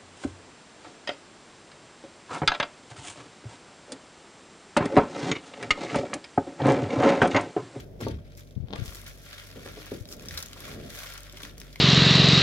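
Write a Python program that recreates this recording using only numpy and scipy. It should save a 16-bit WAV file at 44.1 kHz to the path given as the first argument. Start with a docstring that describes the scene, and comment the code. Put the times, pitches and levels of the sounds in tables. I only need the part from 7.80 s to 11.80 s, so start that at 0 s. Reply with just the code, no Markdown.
"""Hands handle and tear thin tissue paper on a craft table, close to two microphones in a small room.
From the start an appliance hums over soft room noise and the paper crackles: clumps of tiny fibre breaks and
creases. At 0.2 s come the first snaps (noise bursts with a ring) and hand knocks (ringing table modes). Air
puffs (short damped swings) then reach the left microphone, and near 0.9 s nails tap the mat (a dent and a
click). More snaps follow, crowded after 2.2 s. The walls answer paper, taps and knocks with fading noise."""
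import sys
import numpy as np
from scipy import signal
from scipy.fft import rfft, irfft, next_fast_len
from scipy.io import wavfile
from scipy.ndimage import map_coordinates

SR = 44100
rng = np.random.default_rng(int(sys.argv[2]) if len(sys.argv) > 2 else 0)


def materialize(psi):
    """Save the field psi as 16-bit PCM at rate SR to the path in sys.argv[1].

    A 1-D psi becomes a single channel; in a 2-D psi each row is a channel.
    """
    bounded = np.clip(np.atleast_2d(psi).T, -1, 1)
    quanta = np.round(bounded * 32767).astype(np.int16)
    wavfile.write(sys.argv[1], SR, quanta)


def level_to_linear(level):
    """Convert decibel levels to linear amplitude factors, elementwise."""
    exponent = np.asarray(level, float) / 20
    return 10 ** exponent


N = 176400  # samples, 4 s


def unit(x):
    """Scale to rms 1."""
    return x / np.sqrt(np.mean(x ** 2) + 1e-20)


def along(points, hz):
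    """Read a curve of (frequency, value) points on a log frequency axis."""
    f, v = np.transpose(points)
    return np.interp(np.log(hz + 1), np.log(f + 1), v)


def wobble(rate):
    """A smooth random curve through a given number of random points a second."""
    return map_coordinates(rng.standard_normal(4000), [np.arange(N) * rate / SR])


def filtered(x, response):
    """Multiply the spectrum of x by a response that depends on frequency."""
    m = next_fast_len(N + SR // 2)
    return irfft(rfft(x, m) * response(np.fft.rfftfreq(m, 1 / SR)), m)[..., :N]


def pan(db):
    """Left and right gains for a left-right difference in dB."""
    return level_to_linear(np.array([db / 2, -db / 2]))


def add(out, s, sound):
    """Mix a stereo sound in at time s."""
    part = out[:, max(round(s * SR), 0):][:, :sound.shape[1]]
    part += sound[:, :part.shape[1]]


# how far the left microphone hears the hands ahead of the right: time_s, lead_samples
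LEFT_LEAD = [(0, 12), (.7, 13), (1.2, 6), (4, 3.8)]


def lead(s):
    """Samples by which sound from the working hands reaches the left microphone first."""
    return np.interp(s, *np.transpose(LEFT_LEAD))


# how much louder the paper is on the left: time_s, left_over_right_db
LEFT_LEAN = [(.25, 3), (.55, 1), (.95, 2.5), (1.3, 1), (2.3, 1.1), (4, 1.5)]


def lean_db(s):
    """Left-right level difference of the paper at time s."""
    return np.interp(s, *np.transpose(LEFT_LEAN))


def both_arrivals(at, scatter):
    """Arrival samples at left and right; scatter stands for each break's own place on the paper."""
    right = np.clip(at + lead(at / SR) + 4.1 * scatter, 0, N - 1)
    return at.astype(int), right.astype(int)


# how alike the two microphones hear the room: pitch_hz, likeness (1 = the same, 0 = unrelated)
LIKENESS = [(40, 0.9), (100, 1), (300, 0.95), (600, 0.15), (1500, 0.074), (5000, 0.048)]
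# tones of the appliance: pitch_hz, level_db (rms before the wavering)
HUM_TONES = [(48.4, -49.5), (96.9, -55.5), (145.3, -56), (301.5, -69.5), (387.6, -74.5), (586.8, -68.5)]


def hum():
    """An appliance motor gives steady tones that waver slightly in level and phase."""
    t = np.arange(N) / SR
    tones = np.zeros(N)
    for hz, db in HUM_TONES:
        level = np.sqrt(2) * level_to_linear(db + 2.5 * wobble(5.46))
        phase = 0.2 * wobble(3.9) + rng.uniform(0, 2 * np.pi)
        tones += level * np.sin(2 * np.pi * hz * t + phase)
    late = np.roll(tones, round(0.0017 * SR))  # the right hears it 1.7 ms later
    return pan(0.6)[:, None] * np.array([tones, late])


# tone colour of the room noise: pitch_hz, relative_level_db (per Hz)
ROOM_NOISE = [(25, -9.5), (45, -15), (75, -9.5), (120, -12), (200, -13), (335, -17), (430, -17), (641, -20),
              (800, -32.5), (1130, -42), (2000, -42.5), (4250, -50.5), (7000, -54), (16000, -50)]


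def room_tone():
    """Stereo noise with a drifting level; a shared and an opposed part make the low end alike."""
    def shape(hz):
        turn = np.arccos(np.clip(along(LIKENESS, hz), -1, 1)) / 2
        return level_to_linear(along(ROOM_NOISE, hz)) * [np.cos(turn), np.sin(turn)]
    mid, side = filtered(rng.standard_normal((2, N)), shape)
    level_db = -50.5 + 4.1 * wobble(4.95)
    return level_to_linear(level_db) * unit(np.array([mid + side, mid - side]))


def crackle(count, spread_db, spectrum):
    """Fibres break at random times and sizes; each break is a tiny cluster of clicks."""
    at = rng.random(count) * N
    size = level_to_linear(spread_db * rng.standard_normal(count)) * rng.choice([-1, 1], count)
    arrivals = both_arrivals(at, rng.standard_normal(count))
    hits = np.array([np.bincount(p, size, N) for p in arrivals])

    def burst(hz):
        grain_s = 0.000589  # spacing of the clicks in a cluster
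        smear = np.exp(2j * np.sin(2 * np.pi * hz * grain_s))  # spreads in time, keeps the colour
        return smear * level_to_linear(along(spectrum, hz))
    own_clumps = level_to_linear(1 * wobble(200))
    return unit(own_clumps * filtered(hits, burst))


def flutter(count):
    """Creases pop as short damped rings, each with its own pitch, size and place."""
    t = np.arange(SR // 300)[None]  # samples
    at = rng.random(count) * N
    pitch, size, scatter, phase = rng.standard_normal((4, count, 1))
    hz = np.clip(3000 * 2 ** (0.81 * pitch), 1150, 15000)
    life = 5.7 * SR / hz  # 5.7 cycles, in samples
    fade = np.exp(-t / life) * (1 - np.exp(-t / 4))
    ring = level_to_linear(5.5 * size) * np.sin(2 * np.pi * hz * t / SR + 9 * phase) * fade
    arrivals = both_arrivals(at, scatter[:, 0])
    return unit(np.array([np.bincount((p[:, None] + t).ravel(), ring.ravel(), N + SR)[:N]
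                          for p in arrivals]))


# pull on the paper: time_s, effort_db, crispness_db (tilts from sheet flutter towards fibre ticks)
PULLS = [(0.0, -49.5, -7), (0.09, -77.5, 12), (0.191, -74.5, -3), (0.208, -45.5, -1.5), (0.31, -59, -14.5),
         (0.41, -71, -8), (0.52, -65.5, -9), (0.555, -66, -1), (0.58, -50.5, 7), (0.62, -58.5, 1),
         (0.66, -65.5, 4), (0.87, -75, -12), (0.93, -65.5, -11), (0.96, -55.5, -17), (1.05, -50, 1),
         (1.17, -48, 4.5), (1.26, -55, -5), (1.281, -41, 1), (1.305, -50.5, -3.5), (1.338, -56.5, 5),
         (1.54, -48.5, -5), (1.69, -53, -1.5), (2.13, -48.5, -3), (2.27, -62, 5.5), (2.33, -46, 12.5),
         (2.361, -59.5, 0.5), (2.568, -42.5, 1), (2.7, -54, 1), (2.881, -44.5, -2), (3.02, -55.5, -3),
         (3.2, -42.5, 1.5), (3.52, -56.5, -5.5), (3.65, -49, 0), (3.75, -61, -4), (3.82, -57.5, 2),
         (3.85, -57, -0.5), (3.97, -58.5, -2), (4.0, -51.5, 5)]
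# tone colour of the crisp fibre ticks: pitch_hz, relative_level_db (per Hz)
TICK_COLOUR = [(1500, -13), (3000, -19), (4600, -7.5), (7000, -2), (9000, -4), (11500, -1), (14000, -4),
               (16000, -7)]
# tone colour of the duller sheet flutter: pitch_hz, relative_level_db (per Hz)
SHEET_COLOUR = [(290, -20), (500, -4.5), (592, 0.5), (972, -14), (1410, 1), (1700, -1), (2320, 0),
                (3500, -3.5), (6040, -13), (8500, -12.5), (12000, -16), (19800, -120)]


def paper():
    """The pull drives crisp fibre ticks and the duller sheet with its pops; both come in clumps."""
    now = np.arange(N) / SR
    s, *cols = np.transpose(PULLS)
    effort_db, crisp_db = [np.interp(now, s, c) for c in cols]
    clumps = unit(level_to_linear(2.2 * wobble(200)))
    # over 4 s: 5000 ticks, 3000 flutters and 900 pops a second
    ticks = level_to_linear(-0.5 + crisp_db / 2) * crackle(4 * 5000, 6.5, TICK_COLOUR)
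    sheet = crackle(4 * 3000, 5, SHEET_COLOUR) + level_to_linear(-5) * flutter(4 * 900)
    sheet = level_to_linear(-1.5 - crisp_db / 2) * sheet
    return clumps * level_to_linear(effort_db) * pan(lean_db(now)) * (ticks + sheet)


# single loud breaks: start_s, level_db, pitch_hz (of the sheet), length_ms (it is loudest a third in)
LOUD_BREAKS = [(0.204, -39, 1720, 3.4), (0.2833, -35.5, 4180, 3.3), (0.397, -60, 2600, 1.7),
               (0.551, -48, 5000, 2.2), (0.5205, -45.5, 2230, 2.2), (0.673, -52, 4230, 3.6),
               (0.7083, -48, 4270, 1.8), (0.7517, -54.5, 3320, 3.1), (1.057, -34, 7400, 6.2),
               (1.078, -34.5, 2840, 4.8), (1.103, -43, 12200, 3), (1.1474, -31.5, 11400, 1.9),
               (1.155, -31, 12000, 1.9), (1.216, -38.5, 10000, 2), (1.242, -40, 10100, 2.3),
               (1.263, -33, 1980, 4.4), (1.5294, -32, 2060, 3), (1.861, -33.5, 1410, 3.5),
               (1.875, -33, 1440, 2), (1.887, -37, 2000, 2.5), (1.97, -50, 1400, 4.1),
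               (2.2546, -36, 3840, 1.5), (2.288, -38, 5200, 2.5), (2.3256, -28, 4910, 1.1),
               (2.395, -36.5, 2240, 3.7), (2.457, -36.5, 5340, 2.3), (2.4851, -27, 5330, 1.7),
               (2.509, -28.5, 1880, 2.2), (2.5475, -43.5, 1420, 5), (2.573, -26, 3970, 9.5),
               (2.625, -27.5, 6040, 5.4), (2.66, -31.5, 6050, 1.7), (2.6844, -36.5, 6400, 1.5),
               (2.7313, -31.5, 3070, 2.4), (2.804, -31.5, 11100, 2.3), (3.1025, -32, 4900, 2.7),
               (3.188, -31.5, 7040, 2.8), (3.242, -46, 11000, 1.7), (3.26, -43, 12500, 3.3),
               (3.27, -31, 2200, 3.2), (3.3214, -34.5, 3400, 3.8), (3.337, -33, 11800, 2.8),
               (3.377, -33.5, 6500, 2.2), (3.405, -35, 8900, 1.9), (3.432, -37.5, 5900, 2.5),
               (3.497, -35, 4200, 1.1), (3.524, -38.5, 7900, 4), (3.5698, -36, 3030, 7.7),
               (3.6014, -35.5, 1760, 7), (3.621, -39, 9000, 2.5), (3.632, -30.5, 3000, 4.8),
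               (3.65, -30.5, 1950, 3.1), (3.78, -35.5, 8100, 2.6), (3.8002, -36, 7000, 3.9),
               (3.8154, -30.5, 2180, 1.9), (3.928, -42, 4340, 3.6), (3.958, -30.5, 2000, 2.8)]


def snaps():
    """A break is a short broad crack that swells and dies, part of it ringing at the sheet's pitch."""
    ring_db, crack_db = -3.479, -5.598
    span = 3.2  # the crack reaches this many times below and above the pitch
    out, t = np.zeros((2, N)), np.arange(SR // 25) / SR
    for s, db, hz, ms in LOUD_BREAKS:
        u = 3 * t / (np.clip(ms, 1, 30) / 1000)
        noise = rng.standard_normal((3, len(t))) * u * np.exp(1 - u)
        band = [hz / span, min(hz * span, SR // 2 - 1000)]
        noise = signal.lfilter(*signal.butter(1, band, 'band', fs=SR), noise)
        ring = signal.lfilter(*signal.iirpeak(hz, 3.5, SR), noise[0])
        shared = level_to_linear(ring_db) * ring / np.abs(ring).max() + level_to_linear(crack_db) * noise[0]
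        pair = np.array([shared, np.roll(shared, int(lead(s)))])
        pair += level_to_linear(crack_db) * noise[1:]  # each microphone's own part
        add(out, s, level_to_linear(db) * pan(lean_db(s))[:, None] * pair)
    return out


# hands on the table: start_s, level_db, pitch_hz (of the spot that is hit)
HAND_KNOCKS = [(.204, -29.5, 375), (.21, -23.5, 375), (.221, -22, 330), (0.227, -21.5, 132),
               (.2665, -17.5, 360), (0.267, -19, 930), (.284, -25, 260), (0.311, -21, 112),
               (.335, -33.5, 90.5), (0.904, -27.5, 216), (0.933, -28, 950), (0.96, -29, 1130),
               (1.759, -31, 297), (1.773, -35, 453), (1.86, -29, 535), (1.874, -39.5, 460),
               (1.885, -36, 300), (1.971, -32, 590), (1.98, -34, 344), (2.118, -20, 318), (2.127, -36, 233),
               (2.146, -33, 330), (2.5, -29.5, 89), (3.536, -37, 545), (3.632, -33.5, 243)]
# ringing modes of the table top: pitch_hz, level_db, fade_s (time to fall by 60 dB)
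TABLE_MODES = [(75, 2.5, 0.19), (116.3, 0.5, 0.1), (143.1, -10, 0.27), (182, -5, 0.14), (285.4, -9, 0.11),
               (330, -2, 0.036), (393.5, -0.5, 0.039), (469, -4, 0.042), (545, -7, 0.056), (707, -5, 0.033),
               (930, -9, 0.038), (1150, -14.5, 0.068)]


def table():
    """Each soft knock rings the table's modes, most those near its pitch; low modes swell more slowly."""
    out, t = np.zeros((2, N)), np.arange(SR // 3) / SR
    for s, db, spot_hz in HAND_KNOCKS:
        ring = np.zeros(len(t))
        for hz, level, t60 in TABLE_MODES:
            level_scatter, pitch_scatter = rng.standard_normal(2)
            off_spot_db = 10 * abs(np.log2(hz / spot_hz))  # 10 dB an octave
            fade = level_to_linear(level - off_spot_db + 1.5 * level_scatter - 60 * t / t60)
            swell = 1 - np.exp(-t * hz / 0.62)
            ring += fade * swell * np.sin(2 * np.pi * hz * (1 + 0.053 * pitch_scatter) * t)
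        pair = np.array([ring, np.roll(ring, int(lead(s) / 3))])
        add(out, s, -level_to_linear(db - 0.5) * pan(1)[:, None] * pair)
    return out


# air puffs in the left microphone: start_s, level_db, pitch_hz
AIR_PUFFS = [(.764, -15, 109), (0.7746, -15.5, 127), (0.779, -17, 120), (0.802, -16, 100),
             (0.826, -18.5, 105), (0.8394, -15.5, 112), (0.988, -17.5, 106), (1.001, -20.5, 109),
             (1.018, -13, 111), (1.078, -23.5, 75), (1.291, -31, 90.5), (2.209, -19.5, 99),
             (2.527, -29, 83), (0.452, -35, 78.4), (0.571, -37, 80.4)]


def puffs():
    """Moving air gives one push and its swing back, 34 dB weaker on the right."""
    out, t = np.zeros((2, N)), np.arange(SR // 10) / SR
    for s, db, hz in AIR_PUFFS:
        fade = np.exp(-t * hz / 0.89) * (1 - np.exp(-t * hz * 9))
        push = np.sin(2 * np.pi * hz * t) * fade
        add(out, s, level_to_linear([[db], [db - 34]]) * push)
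    return out


# fingernails tapping the mat on the left: start_s, level_db
NAIL_TAPS = [(0.8851, -33), (0.907, -29), (0.9286, -21.5), (0.935, -15)]


def taps():
    """A tap is a sharp dent of the mat and the short click of the nail."""
    dent_hz, nail_hz, nail_db, nail_s = 460, 3320, -3.5, 0.0003
    out, t = np.zeros((2, N)), np.arange(SR // 50) / SR
    dent = -np.sin(2 * np.pi * dent_hz * t) * np.exp(-t * dent_hz / 0.24)
    rise = 1 - np.exp(-t / 0.00008)  # each tap starts softly
    for s, db in NAIL_TAPS:
        hz = nail_hz * rng.normal(1, 0.062)
        click = dent + level_to_linear(nail_db) * np.sin(2 * np.pi * hz * t) * np.exp(-t / nail_s)
        pair = np.array([click, np.roll(click, int(lead(s)))])
        add(out, s, level_to_linear(db) * rise * pan(10)[:, None] * pair)
    return out


# how fast the room's answer dies: pitch_hz, fade_s (time to fall by 60 dB)
WALL_FADE = [(150, 0.36), (1500, 0.14), (10000, 0.056)]


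def walls(x):
    """The room answers with noise, each pitch dying at its own speed; the low part is shared."""
    hz, t, z = signal.stft(rng.standard_normal((2, SR // 2)), SR, nperseg=256)
    shared = np.clip(along(LIKENESS, hz), 0, 1)[:, None]
    z = np.array([z[0], shared * z[0] + np.sqrt(1 - shared ** 2) * z[1]])
    fade = level_to_linear(-60 * t / along(WALL_FADE, hz)[:, None])
    tail = signal.istft(z * fade, SR, nperseg=256)[1]
    late = np.pad(x, ((0, 0), (130, 0)))  # the answer starts 130 samples (3 ms) later
    return signal.fftconvolve(late, tail / np.linalg.norm(tail[0]), axes=1)[:, :N]


def scene():
    """All sources, with the room's answer to the tissue, taps and table."""
    background = hum() + room_tone()
    tissue = paper() + snaps() + taps()
    wood = table()
    echo = walls(level_to_linear(-8.5) * tissue + level_to_linear(-7.5) * wood)
    return background + tissue + wood + puffs() + echo


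def top_cut(x):
    """Nothing passes above the cut-off."""
    return signal.sosfilt(signal.butter(12, 15960, fs=SR, output="sos"), x)


# colour of the microphones: pitch_hz, gain_db
MIC_COLOUR = [(2350, -0.5), (2800, -3.5), (3350, 2), (4100, 1), (5600, 2.5), (8000, -6), (11000, -4)]


def record(dry):
    """The microphones cut the lows and colour the sound; a band limit then keeps only what is below 15960 Hz."""
    low_cut_hz, band_limit_hz = 29, 15960

    def colour(hz):
        low_cut = (1j * hz / (low_cut_hz + 1j * hz)) ** 2
        return low_cut * level_to_linear(along(MIC_COLOUR, hz))

    def response(hz):
        return colour(hz) * (hz < band_limit_hz)
    mix = filtered(dry, response)
    return top_cut(mix)


dry = scene()
out = record(dry)
materialize(out)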